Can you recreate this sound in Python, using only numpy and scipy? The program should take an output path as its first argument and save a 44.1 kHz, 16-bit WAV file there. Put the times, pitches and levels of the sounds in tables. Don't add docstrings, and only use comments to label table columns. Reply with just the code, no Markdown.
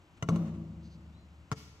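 import sys
import numpy as np
from scipy import signal
from scipy.fft import rfft, irfft
from scipy.io import wavfile
from scipy.ndimage import uniform_filter1d

SR = 44100
rng = np.random.default_rng(int(sys.argv[2]) if len(sys.argv) > 2 else 0)


def wav_out(sig):
    wavfile.write(sys.argv[1], SR, np.round(np.clip(np.atleast_2d(sig).T, -1, 1) * 32767).astype(np.int16))


N = 79380
T = np.arange(N) / SR
HZ = np.fft.rfftfreq(N, 1 / SR)


def ball(thump_db, ping_db):
    # (frequency [Hz], level [dB], t60 [s])
    ping_modes = [(281, -31.5, 0.078), (439.6, -37, 0.13), (636, -47, 0.076), (1066, -39, 0.07),
                  (1135, -29.5, 0.04), (1298, -42, 0.092), (1364, -30, 0.048), (2196, -41, 0.033)]
    thump_hz, peak_s = 129.8, 0.0073
    squash = (T / peak_s * np.exp(1 - T / peak_s)) ** 2.8
    thump = squash * np.sin(2 * np.pi * thump_hz * T)
    ping = sum(mode(*row) for row in ping_modes)
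    return amp(thump_db - 20) * thump - amp(ping_db) * ping


def hoop():
    # (time [s], thump [dB], ping [dB], ring [dB], clank [dB], crack [dB], crack tilt [dB/octave])
    knocks = [(.2253, -7.5, -7.5, -14, 0, -4, 0.44), (.2880, -2.5, 1.5, 1.5, -9, 0.5, 0.26),
              (0.3592, -19.5, -12.5, -21, -16, -10, 0.5)]
    # (frequency [Hz], level [dB], t60 [s], left minus right [dB])
    rim_modes = [(1379, -37, .06, 12), (2026, -43, 0.049, 8.5), (2336, -54, 0.044, 10),
                 (2860, -40.5, .03, 2.5), (2913, -43.5, 0.055, 4.5), (3670, -52, 0.03, 9.5),
                 (4270, -51, .025, -1.5), (5694, -46, 0.026, -7), (6400, -45.5, .03, -10.5),
                 (7870, -63.5, 0.0307, -2)]
    clank = sum(mode(hz, db, t60) * pan(side_db) for hz, db, t60, side_db in rim_modes)
    out = np.zeros((2, N))
    for s, thump_db, ping_db, ring_db, clank_db, crack_db, tilt in knocks:
        attack = amp(clank_db) * clank + amp(crack_db - 5) * crack(tilt)
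        add(out, s, ball(thump_db, ping_db) + attack + amp(ring_db) * board_and_pole())
    return out


def crack(tilt):
    # (frequency [Hz], level [dB])
    colour = [(60, 6), (200, 12.5), (450, 5), (660, 9.5), (840, -10.5), (1080, 9), (1400, 1.5),
              (1650, -16.5), (2200, -19), (4000, -10.5), (5300, -20.5), (6300, -10), (7300, -24),
              (8100, -17), (9500, -35), (12000, -22), (16000, -39.5)]
    # (frequency [Hz], t60 [s])
    decay = [(100, .1), (600, 0.081), (2000, 0.052), (12000, .07)]
    rise_s, release_s, release_db = 0.00069, 0.0079, -2
    contact = np.minimum(T / rise_s, 1) * amp(release_db * np.minimum(T / release_s, 1) ** 4)
    tilted = [(hz, db + tilt * np.log2(hz / 1000)) for hz, db in colour]
    return unit(contact * burst(tilted, decay))


def board_and_pole():
    pairs = [(74.1, -47, 8.4, 3.724, 0.45), (104.4, -40.5, 2.6, 2.5, .15), (161.3, -33, 1.895, 11, -0.5),
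             (166.95, -23.5, 0.53, 5.6, -0.59), (185.4, -44, 2.65, 14, -0.56),
             (212.1, -35, 1.42, 8.2, -0.66), (227.8, -49, 1.95, 14, -0.26), (273, -48.5, 1.2, 9, -0.7),
             (323.8, -47, 1.97, 4.86, -1.1), (545.4, -51.5, 1.12, 16, 0.4), (625, -49.5, 0.24, 11, 0.9)]
    # (frequency [Hz], level [dB])
    buzz_colour = [(50, -12.5), (130, -2.5), (230, 2), (350, 2), (450, -9), (620, -3), (850, -10.5),
                   (1200, -7), (1450, -16), (1700, -20.5), (2800, -26), (5000, -34.5), (8000, -36.5),
                   (10000, -49.5), (15000, -44.5)]
    # (frequency [Hz], t60 [s])
    buzz_decay = [(100, 4.6), (300, 1.37), (600, 1.23), (1200, 1.04), (8000, 0.69)]
    buzz_db, buzz_rise_s = -5.5, 0.036
    hum = sum(mode(hz, db, t60) + twin * mode(hz + beat, db, t60) for hz, db, t60, beat, twin in pairs)
    buzz = burst(buzz_colour, buzz_decay) * np.minimum(T / buzz_rise_s, 1)
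    return hum + amp(buzz_db) * buzz


def court():
    # (time after contact [s], slap [dB], grit [dB])
    stages = [(0, -16, -16.5), (.0065, -54, -12.5), (0.0122, -26.5, -21)]
    # (frequency [Hz], level [dB])
    slap_colour = [(80, -1), (500, -1.5), (800, -4), (1200, 8.5), (2100, -2), (3000, -3), (5000, -6),
                   (6200, -1.5), (9000, -16.5), (13000, -28), (16000, -33)]
    # (frequency [Hz], level [dB])
    grit_colour = [(200, 15), (1300, 6), (2800, -3), (4500, -7.5), (6200, -1.5), (9500, -18), (13000, -20),
                   (16000, -36)]
    # (frequency [Hz], left minus right [dB])
    placement = [(200, 0), (700, 1), (1300, 4.5), (2500, -2), (6000, 1)]
    bounce_s, grit_t60 = 1.5165, .045
    out = np.zeros((2, N))
    add(out, bounce_s, ball(thump_db=-4, ping_db=-3))
    for delay, slap_db, grit_db in stages:
        grit = unit(noise(grit_colour) * amp(-60 * T / grit_t60))
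        add(out, bounce_s + delay, -amp(slap_db) * click(slap_colour))
        add(out, bounce_s + delay, amp(grit_db) * grit)
    return irfft(rfft(out) * pan(read(placement, HZ)), N)


def net():
    # (time [s], length [s], level [dB])
    brushes = [(0.163, 0.029, -64), (0.443, 0.068, -61.5), (0.534, 0.034, -65)]
    # (frequency [Hz], level [dB])
    colour = [(300, -6), (1200, 8), (2600, 4), (5000, -9.5), (8000, -10), (10000, -20), (16000, -24.5)]
    return swells(brushes, colour)


def trees(send):
    # (frequency [Hz], level [dB])
    colour = [(60, -18.5), (150, -4), (400, -5), (1200, -14), (2500, 1), (5000, 5.5), (8000, 1),
              (15000, 8.5)]
    # (frequency [Hz], t60 [s])
    decay = [(100, 0.9), (1000, 1), (5000, 0.93), (14000, 0.6)]
    predelay_s, rise_s = 0.025, 0.038
    tail = unit(burst(colour, decay) * np.clip((T - predelay_s) / rise_s, 0, 1))
    return signal.fftconvolve(send, tail, axes=1)[:, :N]


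def birds():
    # (time [s], length [s], level [dB])
    rasps = [(.815, .085, -69), (0.886, 0.087, -68.5)]
    # (frequency [Hz], level [dB])
    rasp_colour = [(2000, -33), (3500, -13), (4400, -5), (4850, -3.5), (5300, -18), (6200, -10),
                   (7500, -30), (12000, -32)]
    whistle_s, length_s, whistle_db = 1.122, .19, -70
    from_hz, to_hz, glide_s = 3150, 4170, .026
    pitch = to_hz + (from_hz - to_hz) * np.exp(-T / glide_s)
    envelope = np.sin(np.pi * np.minimum(T / length_s, 1) ** .5) ** 2
    out = swells(rasps, rasp_colour)
    add(out, whistle_s, amp(whistle_db) * envelope * np.sin(2 * np.pi * np.cumsum(pitch) / SR))
    return out


def hush():
    # (frequency [Hz], level [dB])
    colour = [(10, -36.5), (45, -0.5), (85, 5), (140, -4), (220, -10), (300, -6), (450, -17.5), (620, -14),
              (800, -16), (1350, -16.5), (1700, -22), (2800, -21.5), (3400, -26.5), (5000, -31.5),
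              (7800, -34), (9500, -49), (12500, -30), (16000, -75)]
    level_db, drift_db = -59.5, 0.05
    bands = signal.stft(noise(colour), nperseg=1024)[2]
    patches = uniform_filter1d(rng.standard_normal(bands.shape[1:]), size=12, axis=0)
    patches = uniform_filter1d(patches, size=8, axis=1)
    drift = amp(drift_db * patches / patches.std())
    return amp(level_db) * signal.istft(bands * drift, nperseg=1024)[1][:, :N]


def amp(db):
    return 10 ** (np.asarray(db) / 20)


def pan(side_db):
    return amp(side_db * np.array([[.5], [-.5]]))


def read(points, hz):
    f, value = np.transpose(points)
    return np.interp(np.log(hz + 1), np.log(f + 1), value)


def unit(x):
    return x / np.sqrt(np.mean(np.sum(x ** 2, -1)) + 1e-20)


def add(mix, s, sound):
    part = mix[:, max(round(s * SR), 0):][:, :sound.shape[-1]]
    part += sound[..., :part.shape[1]]


def mode(hz, db, t60):
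    return amp(db - 60 * T / t60) * np.sin(2 * np.pi * hz * T)


def noise(colour):
    # (frequency [Hz], correlation before clipping to +-1 [ratio])
    likeness = [(100, 0.8), (600, 2.6), (1300, 0.09), (2500, 0), (6000, -1.6)]
    left, spread = rfft(rng.standard_normal((2, N)))
    shared = np.clip(read(likeness, HZ), -1, 1)
    right = shared * left + np.sqrt(1 - shared ** 2) * spread
    return unit(irfft(np.array([left, right]) * amp(read(colour, HZ)), N)) * np.sqrt(N)


def burst(colour, decay):
    hz, t, bands = signal.stft(noise(colour), SR, nperseg=256)
    fade = amp(-60 * t / read(decay, hz)[:, None])
    return unit(signal.istft(bands * fade, SR, nperseg=256)[1][:, :N])


def click(colour):
    log_gain = np.log(amp(read(colour, abs(np.fft.fftfreq(2048, 1 / SR)))))
    spectrum = np.exp(np.conj(signal.hilbert(log_gain)))
    return unit(np.fft.ifft(spectrum).real)


def swells(events, colour):
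    out = np.zeros((2, N))
    for s, length, db in events:
        add(out, s, amp(db) * noise(colour) * np.sin(np.pi * np.minimum(T / length, 1)))
    return out


def scene():
    shot, bounce, calls = hoop() + net(), court(), birds()
    echo = trees(amp(-11.5) * shot + amp(-4) * bounce + amp(-14) * calls)
    return shot + bounce + calls + echo + hush()


def record(dry):
    # (frequency [Hz], left minus right [dB])
    balance = [(100, 1.27), (600, 3), (1300, 1.5), (2500, 4), (4000, 3), (6500, -5), (13000, -3.5)]
    left_lag_s, low_cut_hz, high_cut_hz = .00008, 51, 15800
    lag = np.exp(-2j * np.pi * HZ * np.array([[left_lag_s], [0]]))
    sides = irfft(rfft(dry) * pan(read(balance, HZ)) * lag, N)
    low_cut = signal.butter(2, low_cut_hz, "highpass", fs=SR, output="sos")
    high_cut = signal.firwin(511, high_cut_hz, window=("kaiser", 9), fs=SR)
    return signal.oaconvolve(signal.sosfilt(low_cut, sides), high_cut[None], "same")


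dry = scene()
out = record(dry)
wav_out(out)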